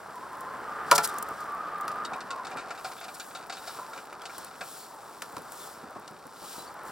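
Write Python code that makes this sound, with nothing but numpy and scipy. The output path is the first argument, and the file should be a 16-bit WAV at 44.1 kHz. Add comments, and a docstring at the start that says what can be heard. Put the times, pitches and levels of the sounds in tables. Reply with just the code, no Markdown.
"""Rope capstan on a frozen lake

A wooden capstan is walked round while a seated man tails the rope off its drum, in open air and close by.
Stick-slip noise grinds in the bearing, where frequency-modulated tones sing; the sliding rope hisses.
Its slips excite damped resonances as creaks, and a turn jumping up the drum knocks on the wood's modes.
Shaped noise gives dull thumps, ticks and whips, and wavering sines give thin squeaks; mid and side form
the stereo."""
import sys
import numpy as np
from scipy import signal
from scipy.fft import rfft, irfft
from scipy.io import wavfile

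SR = 44100
rng = np.random.default_rng(int(sys.argv[2]) if len(sys.argv) > 2 else 0)


def pcm_store(signal):
    """Save signal as 16-bit PCM."""
    levels = np.round(np.clip(np.atleast_2d(signal), -1, 1) * 32767)
    wavfile.write(sys.argv[1], SR, levels.astype(np.int16).T)


N = 304731


def amp(db):
    """Logarithmic level: decibels become an amplitude ratio."""
    return 10 ** (np.asarray(db) / 20)


def unit(x):
    """Power normalization: scale to an rms of 1."""
    return x / np.sqrt(np.mean(x ** 2))


def curves(rows):
    """Linear interpolation: each column of a table becomes a line through time."""
    s, *columns = np.transpose(rows)
    return [np.interp(np.arange(N) / SR, s, column) for column in columns]


def spectrum_gain(points, size):
    """Frequency response: gain on a Fourier grid, with decibels interpolated over log frequency."""
    hz, db = np.transpose(points)
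    grid_hz = np.arange(size // 2 + 1) * SR / size
    return amp(np.interp(np.log(grid_hz + 1), np.log(hz), db))


def gains(points):
    """Frequency response on the grid of the whole sound."""
    return spectrum_gain(points, N)


def colour(x, points):
    """Minimum-phase filtering: a causal response of unit energy keeps the power of white noise."""
    size = 4096
    cepstrum = irfft(np.log(spectrum_gain(points, size)))
    # folding the cepstrum onto positive time makes the filter causal
    response = irfft(np.exp(rfft(2 * cepstrum[:size // 2], size)))
    return signal.oaconvolve(x, response / np.linalg.norm(response))[:N]


def walk(rate):
    """Band-limited chance: random knots, rate per second, joined by lines and scaled to rms 1."""
    knots = rng.standard_normal(8192)
    return unit(np.interp(np.arange(N) / SR * rate, np.arange(len(knots)), knots))


def grains(rate, spread_db):
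    """Random impulse process: tiny slips, rate per second, of random sign and unequal size."""
    chance, sign, size = rng.random(N), rng.standard_normal(N), rng.exponential(size=N)
    slip = chance < rate / SR
    return unit(slip * np.sign(sign) * amp(spread_db * np.minimum(size, 5)))


def decay(t, t60):
    """Exponential damping: a fall of 60 dB in t60 seconds."""
    return np.exp(-np.log(1000) * t / t60)


def bursts(times, dbs, t60s, rise):
    """Impact envelope: each blow rises with a time constant in seconds and dies exponentially."""
    out, t = np.zeros(N + SR), np.arange(SR // 2) / SR
    for s, db, t60 in zip(times, dbs, t60s):
        start = int(s * SR)
        out[start:start + len(t)] += amp(db) * (1 - np.exp(-t / rise)) * decay(t, t60)
    return out[:N]


def ring(x, modes):
    """Modal resonance: convolve with a sum of damped sines of unit total energy."""
    t = np.arange(SR // 2) / SR
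    response = sum(amp(db) * np.sin(2 * np.pi * hz * t) * decay(t, t60) for hz, db, t60 in modes)
    return signal.fftconvolve(x, response / np.linalg.norm(response))[:N]


def swell(s, half):
    """Gaussian envelope: a bell-shaped rise and fall round the moment s."""
    return np.exp(-.5 * np.minimum(((np.arange(N) / SR - s) / half) ** 2, 100))


# Relative spectra of the turning post: frequency_hz [Hz], density_db [dB per Hz]
RUMBLE_SPECTRUM = [(20, -84), (50, -15), (100, -8), (160, -2.5), (300, -0.5), (420, -1.5), (600, -2.5),
                   (1000, -46.5)]
GRIND_SPECTRUM = [(250, -22), (420, -3.5), (560, -3), (780, 2), (1000, 2.5), (1300, 1.5), (1500, -9),
                  (2000, -16.5), (4000, -47.5)]
RASP_SPECTRUM = [(900, -30.5), (1200, -0.5), (1400, 2.5), (1600, -1), (1900, -8.5), (2300, -17),
                 (3000, -20.5), (6000, -38.5)]
# Load on the post, as a relative grinding level: time_s [s], load_db [dB]
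POST_LOAD = [(0, -46.5), (.3, -46), (.7, -42.5), (1.0, -40.5), (1.35, -43.5), (2.05, -42.5), (2.3, -45),
             (2.6, -45), (3.0, -49.5), (3.85, -48), (4.15, -49.5), (4.4, -48.5), (4.85, -52), (5.45, -48.5),
             (5.9, -49.5), (6.3, -52), (6.7, -48.5), (6.91, -45)]
# Dull low thumps, some perhaps footsteps on the ice:
# start_s [s], rumble_drive_db [dB], grind_drive_db [dB]
DULL_THUMPS = [(1.31, -49, -55), (2.121, -48, -42), (2.55, -49, -37.5), (4.38, -57, -43), (4.612, -50, -59),
               (5.33, -48, -48), (5.367, -43, -48), (5.83, -47.5, -60), (5.958, -45, -45),
               (6.108, -49.5, -60), (6.254, -51, -58), (6.419, -51, -50), (6.58, -49, -49)]
THUMP_T60_S = 0.14
# rumble and rasp follow the load: level at the usual load, and dB gained per dB of load
USUAL_LOAD_DB = -47
RUMBLE_DB, RUMBLE_SLOPE = -55.5, 0.83
RASP_DB, RASP_SLOPE = -51, 1.67


def grinding():
    """Stick-slip friction: slips rumble, grind and rasp, brighter under load; dull thumps swell the noise."""
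    load_db, = curves(POST_LOAD)
    extra_db = load_db - USUAL_LOAD_DB
    s, rumble_db, grind_db = np.transpose(DULL_THUMPS)
    t60 = np.full(len(s), THUMP_T60_S)
    rumble_level = amp(RUMBLE_DB + RUMBLE_SLOPE * extra_db) + bursts(s, rumble_db, t60, rise=0.0011)
    grind_level = amp(load_db + 0.9) + bursts(s, grind_db, t60, rise=0.0011)
    rasp_level = amp(RASP_DB + RASP_SLOPE * extra_db)
    # the walks make grind and rumble flicker
    grind = colour(grains(rate=3000, spread_db=2.0), GRIND_SPECTRUM) * amp(1.33 * walk(34))
    rumble = colour(grains(rate=1600, spread_db=2.5), RUMBLE_SPECTRUM) * amp(0.68 * walk(24))
    rasp = colour(grains(rate=3300, spread_db=2.5), RASP_SPECTRUM)
    return grind * grind_level + rumble * rumble_level + rasp * rasp_level


# Relative spectra of the sliding rope: frequency_hz [Hz], density_db [dB per Hz]
HISS_SPECTRUM = [(1500, -15), (2400, -4), (3200, 2.5), (4400, 5), (5500, 6.5), (6100, -1.5), (7000, -1),
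                 (8500, 0.5), (14000, -12)]
FINE_TOP_SPECTRUM = [(5000, -10), (6800, 0.5), (7800, 3), (9500, 0), (12000, -1), (15500, -4), (17000, 2.5)]
# Lengths of rope sliding over drum and glove, levels relative:
# top_speed_s [s], hiss_level_db [dB], fine_top_level_db [dB], half_length_s [s]
ROPE_SLIDES = [(.35, -75, -70, 0.33), (0.906, -56.5, -65, .03), (1.095, -55, -66, 0.066),
               (1.38, -63, -65, 0.082), (2.899, -61, -56.5, 0.083), (3.224, -65, -54, .11),
               (3.706, -54.5, -53, 0.091), (3.95, -65, -60.5, .07), (4.38, -55, -58, .07),
               (4.733, -55, -50, 0.089), (5.199, -71, -61.5, 0.25), (5.63, -56, -51, 0.083),
               (6.529, -50.5, -49.5, 0.088), (6.888, -64, -53, 0.026)]
# between slides the rope keeps creeping
CREEP_HISS_DB, CREEP_TOP_DB = -63, -67.5


def hissing():
    """Sliding friction: rope fibres hiss faintly in creep and swell as each length slides through."""
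    hiss_level = amp(CREEP_HISS_DB) + sum(amp(db) * swell(s, half) for s, db, _, half in ROPE_SLIDES)
    top_level = amp(CREEP_TOP_DB) + sum(amp(db) * swell(s, half) for s, _, db, half in ROPE_SLIDES)
    hiss = colour(grains(rate=14000, spread_db=3.5), HISS_SPECTRUM) * hiss_level
    top = colour(grains(rate=14000, spread_db=4.0), FINE_TOP_SPECTRUM) * top_level
    return (hiss + top) * amp(0.32 * walk(42))


# Relative spectra of the creaking rope: frequency_hz [Hz], density_db [dB per Hz]
WOODY_SPECTRUM = [(100, -27), (400, -12), (750, -8.5), (1100, -3.5), (1450, 6.5), (1900, -5.5),
                  (2600, -4.5), (5000, -99.5)]
CRUNCH_SPECTRUM = [(1200, -57.5), (2300, -4), (3200, 2.5), (4000, 5.5), (5300, 4.5), (6200, -3.5),
                   (8300, 1.5), (10000, -12), (16000, -35)]
# Resonances of the taut rope on the staves: pitch_hz [Hz], relative_level_db [dB], t60_s [s]
ROPE_MODES = [(701, -1, 0.2), (759, 12.5, 0.092), (1055, -5, 0.12), (1388, -5, 0.07), (1435, -4.5, 0.056),
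              (1637, -7, 0.1), (2405, 2, 0.046), (2595, -1.5, 0.057), (2936, 9, 0.027), (3800, 5.5, 0.074),
              (4220, 1, 0.023), (4610, 8.5, 0.046), (5185, 5.5, 0.053), (6880, 14.5, 0.017),
              (8100, 9, 0.016)]
# Slips of the loaded rope: start_s [s], crunch_drive_db [dB], woody_drive_db [dB], t60_s [s]
ROPE_SLIPS = [(2.048, -31, -41, 0.07), (2.133, -41, -37, .11), (2.2045, -36, -40.5, 0.074),
              (2.3043, -30.5, -35, 0.088), (2.447, -38, -40, 0.073), (2.4677, -34.5, -43, 0.069),
              (2.5115, -43, -39.5, 0.16), (2.5702, -40, -38.5, 0.27), (2.7045, -35, -33, 0.073),
              (2.775, -42, -42, .075), (2.844, -33.5, -35, .14), (2.9173, -39, -41.5, 0.059),
              (3.0101, -42.5, -41.5, 0.17), (3.038, -38, -44, 0.089), (3.081, -39, -39.5, 0.082),
              (3.1969, -30, -36.5, 0.088), (3.3488, -35.5, -40.5, .16), (3.496, -35.5, -36, 0.11),
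              (3.523, -38.5, -48, 0.19), (3.568, -39, -42, 0.061), (3.6727, -34, -39.5, 0.12),
              (3.931, -42.5, -44, 0.1), (3.9736, -44.5, -43, .17), (4.1265, -46, -41, .05),
              (4.2538, -31, -37.5, 0.072), (4.2945, -49, -42.5, 0.096), (4.608, -35, -32.5, 0.089),
              (6.077, -34, -46, 0.031)]
# lone catches crackle most while the new turn beds in: middle and half length, added and resting drive
BEDDING_S, BEDDING_HALF_S, BEDDING_DB, CRACKLE_DB = 3.23, 1, -60, -63.5


def creaks():
    """Stick-slip excitation: runs of fibre catches ring rope and staves; lone catches crackle between."""
    s, crunch_db, woody_db, t60 = np.transpose(ROPE_SLIPS)
    catches = grains(rate=5000, spread_db=1.5)
    crackle_level = amp(CRACKLE_DB) + amp(BEDDING_DB) * swell(BEDDING_S, BEDDING_HALF_S)
    lone = amp(-0.5) * grains(rate=54, spread_db=0.5) * crackle_level
    woody_drive = catches * bursts(s, woody_db, t60, rise=0.00081) + lone
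    crunch_drive = catches * bursts(s, crunch_db, t60, rise=0.00069) + lone
    woody = amp(-4.5) * (woody_drive + amp(2) * ring(woody_drive, ROPE_MODES))
    crunch = amp(-7.0) * (crunch_drive + .5 * ring(crunch_drive, ROPE_MODES))
    return colour(woody, WOODY_SPECTRUM) + colour(crunch, CRUNCH_SPECTRUM)


# Relative spectrum of snapping fibres: frequency_hz [Hz], density_db [dB per Hz]
FIBRE_SPECTRUM = [(3000, -30), (7000, -14), (10000, 4), (13000, -3), (16000, 2.5)]


def stray_fibres():
    """Random impulse process: stray fibres snap free as tiny, briefly decaying clicks."""
    snaps = signal.lfilter([1], [1, -.5], grains(rate=9, spread_db=1.5))
    return amp(-67.5) * colour(snaps, FIBRE_SPECTRUM)


# Squeals of the bearing, held between attack and release, level relative:
# start_s [s], length_s [s], first_pitch_hz [Hz], last_pitch_hz [Hz], level_db [dB]
BEARING_SQUEALS = [(.15, 0.12, 995, 988, -43), (.32, 0.27, 1020, 1050, -41.5),
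                   (.655, 0.26, 1215, 1208, -40), (1.09, 0.23, 1190, 1240, -37.5),
                   (1.39, 0.049, 1250, 1230, -40), (1.475, 0.083, 1165, 1120, -36),
                   (1.585, 0.463, 1195, 1220, -36), (2.11, 0.072, 1150, 1130, -40.5),
                   (2.3, .125, 1105, 1005, -39), (3.787, 0.067, 1060, 990, -42.5),
                   (3.85, 0.064, 905, 905, -46), (4.94, .08, 845, 830, -49), (6.55, 0.36, 950, 1048, -53)]
# every squeal catches and lets go alike, and its note wavers as the grip changes
SQUEAL_ATTACK_S, SQUEAL_RELEASE_S = .015, .03
WAVER_PER_S, WAVER_SHARE = 28, .022


def squeal():
    """Frequency modulation: the bearing sings gliding, wavering notes inside rubbing noise that follows."""
    t = np.arange(N) / SR
    hz, envelope = np.full(N, 1. * BEARING_SQUEALS[0][2]), np.zeros(N)
    for s, length, first_hz, last_hz, db in BEARING_SQUEALS:
        corners = [s - SQUEAL_ATTACK_S, s, s + length, s + length + SQUEAL_RELEASE_S]
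        gate = np.interp(t, corners, [0, 1, 1, 0]) * amp(db)
        glide_hz = np.interp(t, [s, s + length], [first_hz, last_hz])
        # where squeals overlap, the louder one sets the note
        hz = np.where(gate > envelope, glide_hz, hz)
        envelope = np.maximum(envelope, gate)
    waver = WAVER_SHARE * walk(WAVER_PER_S) + 0.01108 * walk(70)
    phase = 2 * np.pi * np.cumsum(hz * (1 + waver)) / SR
    tone = np.sqrt(2) * np.sin(phase) * amp(2.0 * walk(80))
    # noise on both quadratures forms a narrow and a wide band round the note
    rub = walk(220) * np.sin(phase) + walk(220) * np.cos(phase)
    skirt = walk(800) * np.sin(phase) + walk(800) * np.cos(phase)
    return envelope * (amp(-4.0) * tone + amp(-6.5) * rub + amp(-14) * skirt)


# Relative spectrum of the ticks: frequency_hz [Hz], density_db [dB per Hz]
TICK_SPECTRUM = [(1000, -22), (3000, 2), (5500, 1.5), (8000, 8), (12000, 7), (16000, 1)]
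# Small ticks of fibres and clothing: start_s [s], drive_db [dB]
SMALL_TICKS = [(.1565, -44), (.407, -38), (1.0743, -26), (1.096, -38), (1.1398, -36), (1.184, -26),
               (1.2253, -24.5), (1.287, -37.5), (1.4057, -37.5), (1.8103, -35.5), (4.381, -30.5),
               (4.446, -33), (5.5199, -34), (6.268, -43)]


def ticks():
    """Impulsive noise: catching fibres and clothing give short, quickly damped ticks."""
    s, db = np.transpose(SMALL_TICKS)
    envelope = bursts(s, db - 4.5, np.full(len(s), .022), rise=0.00026)
    return colour(rng.standard_normal(N) * envelope, TICK_SPECTRUM)


# Relative spectra of contact and landing: frequency_hz [Hz], density_db [dB per Hz]
CRACK_SPECTRUM = [(500, -15), (1500, 7), (2500, 5.5), (3200, 2), (5200, 5.5), (6400, 0), (8300, 0),
                  (11000, -3), (16000, -11)]
THUD_SPECTRUM = [(50, -32), (110, -46), (160, -13), (240, -13.5), (400, -6.5), (700, 0.5), (1000, 4.5),
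                 (1350, 4.5), (1800, -19), (3000, -28), (8000, -51)]
# Modes of the drum: pitch_hz [Hz], relative_level_db [dB], t60_s [s]
DRUM_MODES = [(154, -1, 0.26), (436, -8, 0.34), (575.5, -1, 0.31), (694, -7, 0.34), (854, -4.5, 0.37),
              (967, 7.5, 0.11), (1010, -24, 0.2), (1180, -3, 0.23), (1320, -16, 0.15), (1357, 2, 0.25),
              (1415, 3.5, 0.11), (1744, 0.5, 0.076), (2300, -8.5, 0.11), (2660, -17, 0.09)]
# Hard snaps of the rope against the drum, with the pitch that the struck place favours:
# start_s [s], thud_drive_db [dB], crack_drive_db [dB], contact_t60_s [s], favoured_pitch_hz [Hz]
ROPE_KNOCKS = [(.9126, -8, -9, 0.024, 930), (.926, -18.5, -24, 0.014, 1000),
               (0.9792, -13, -15, 0.025, 1510), (1.879, -46, -26, 0.015, 2460),
               (1.915, -54, -40.5, 0.026, 2500), (3.7863, -25.5, -50, 0.0044, 1100),
               (4.218, -39, -38, .02, 1400), (4.610, -36.5, -63, 0.042, 1400),
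               (5.2198, -34, -27.5, 0.024, 1430), (5.366, -35.5, -35, 0.022, 700),
               (5.381, -43, -37, 0.01, 700), (6.078, -42.5, -46.5, 0.032, 1400),
               (6.793, -42, -52, 0.024, 1400)]


def knocks():
    """Modal excitation by impact: a turn of rope cracks at the contact, thuds, then rings the wood."""
    s, thud_db, crack_db, t60, favoured_hz = np.transpose(ROPE_KNOCKS)
    contact = bursts(s, crack_db, t60, rise=0.00089)
    contact_tail = bursts(s, crack_db - 21.5, t60 * 8.6, rise=0.0036)
    crack = colour(rng.standard_normal(N) * (contact + contact_tail), CRACK_SPECTRUM)
    # the thud lands just after the crack
    landing = ((s + 0.002376) * SR).astype(int)
    push_level = bursts(s + 0.0025, thud_db - 1.5, t60 * 1.93, rise=0.00051)
    push = grains(rate=5500, spread_db=4.0) * push_level
    push[landing] += amp(thud_db + 10.0)
    wood = colour(push, THUD_SPECTRUM)
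    hz, mode_db, mode_t60 = np.transpose(DRUM_MODES)
    t = np.arange(SR // 2)[:, None] / SR
    modes = np.sin(2 * np.pi * hz * t) * decay(t, mode_t60) * (1 - np.exp(-t / 0.0031))
    # neighbouring modes move in opposite senses
    sense = (-1) ** np.arange(len(hz))
    for start, db, length, centre_hz in zip(landing, thud_db, t60, favoured_hz):
        octaves_away = np.abs(np.log2(hz / centre_hz))
        # a longer push puts more into the wood
        weights = sense * amp(db + 5.0 + mode_db - 6.5 * octaves_away) * np.sqrt(length)
        wood[start:start + len(t)] += (modes @ weights)[:N - start]
    # a high-pass keeps the knocks free of deep bass
    high_pass = signal.butter(4, 130, "high", fs=SR, output="sos")
    return signal.sosfilt(high_pass, crack + wood)


# Relative spectrum of the whipping rope: frequency_hz [Hz], density_db [dB per Hz]
WHIP_SPECTRUM = [(100, -28), (800, -4), (2500, -11), (5200, 3), (6400, -3.5), (8500, 2), (11000, -2.5),
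                 (16000, -12)]
# Rope whipping through the glove, level relative: middle_s [s], level_db [dB], half_length_s [s]
ROPE_WHIPS = [(0.959, -24, 0.0058), (1.048, -28, 0.0092), (1.093, -44, 0.0073), (3.15, -47, 0.007)]


def whips():
    """Amplitude-shaped noise: the rope whips through the glove in brief swishes."""
    level = sum(amp(db) * swell(s, half) for s, db, half in ROPE_WHIPS)
    return level * colour(rng.standard_normal(N), WHIP_SPECTRUM)


# Thin squeaks of rope fibres, level relative:
# middle_s [s], mean_pitch_hz [Hz], level_db [dB], half_length_s [s]
FIBRE_SQUEAKS = [(2.996, 3560, -52, .016), (4.218, 3370, -47, .0035), (4.822, 4400, -53, .023),
                 (5.623, 3500, -53.5, 0.02), (6.6, 4040, -49, 0.015), (6.68, 4550, -51, 0.0072)]


def squeaks():
    """Frequency modulation: rope fibres squeak as short sines whose pitch trembles."""
    turns = 2 * np.pi * np.cumsum(1 + 0.0412 * walk(1300)) / SR  # phase per Hz of pitch
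    return sum(amp(db) * swell(s, half) * np.sin(hz * turns) for s, hz, db, half in FIBRE_SQUEAKS)


# Side level relative to the source: frequency_hz [Hz], relative_level_db [dB]
# lag between the two microphone ports
PORT_SIDE = [(100, -33), (1300, -34), (3000, -6), (5500, -15.5), (7200, 2.5), (8100, -12), (9800, 3.5),
             (13000, 1), (16000, -16)]
# rope at the glove, which lies off to one side
GLOVE_SIDE = [(100, -40), (5500, -29), (8000, -21), (10000, -15), (13000, -1), (16000, -5)]
# early echoes off the frame
ECHO_SIDE = [(40, -13), (350, -29), (700, -33), (1250, -31), (2400, -11), (4500, -15.5), (8000, -33),
             (15000, -6)]
# grinding and hiss that arrive from all round
DIFFUSE_SIDE = [(40, 0), (120, -6.5), (350, -8), (700, -10.5), (1250, -24), (2400, -33), (4500, -31),
                (8000, -16), (12000, -8), (15000, -23)]
# Left minus right at the microphone: frequency_hz [Hz], difference_db [dB]
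LEFT_RIGHT_BALANCE = [(60, -3), (110, 0), (200, 0.5), (380, -0.5), (700, 0.5), (1290, 0.0), (2380, 0.5),
                      (4400, 1.0), (8120, 2), (15000, 2.5)]
# the struck drum is wide and near, so its knocks reach the sides too
DRUM_WIDTH_DB = -26


def scene():
    """Mid-side stereophony: the capstan is ahead; phase lag, echoes and diffuse noise widen it."""
    glove = hissing() + stray_fibres() + ticks() + whips() + squeaks()
    drum = knocks()
    mid = rfft(grinding() + squeal() + creaks() + drum + glove)
    t = np.arange(SR // 10) / SR
    echoes = rng.standard_normal(len(t)) * np.exp(-t / .015)
    echo_response = rfft(echoes / np.linalg.norm(echoes), N)
    # -1j delays every frequency by a quarter cycle
    lagged = -1j * (mid * gains(PORT_SIDE) + rfft(glove) * gains(GLOVE_SIDE))
    scattered = (mid * gains(ECHO_SIDE) + rfft(drum) * amp(DRUM_WIDTH_DB)) * echo_response
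    # independent draws of the noise arrive from all round
    diffuse = rfft(grinding() + hissing()) * gains(DIFFUSE_SIDE)
    side = lagged + scattered + diffuse
    lean = np.sqrt(gains(LEFT_RIGHT_BALANCE))
    left, right = (mid + side) * lean, (mid - side) / lean
    return irfft(np.array([left, right]), N) * amp(0.36)


TOP_HZ = 16000


def record(dry):
    """Saturation and band limiting: clip at full scale, then cut the top with an elliptic low-pass."""
    low_pass = signal.ellip(8, .2, 70, TOP_HZ, fs=SR, output="sos")
    return signal.sosfilt(low_pass, np.clip(dry, -1, 1))


dry = scene()
out = record(dry)
pcm_store(out)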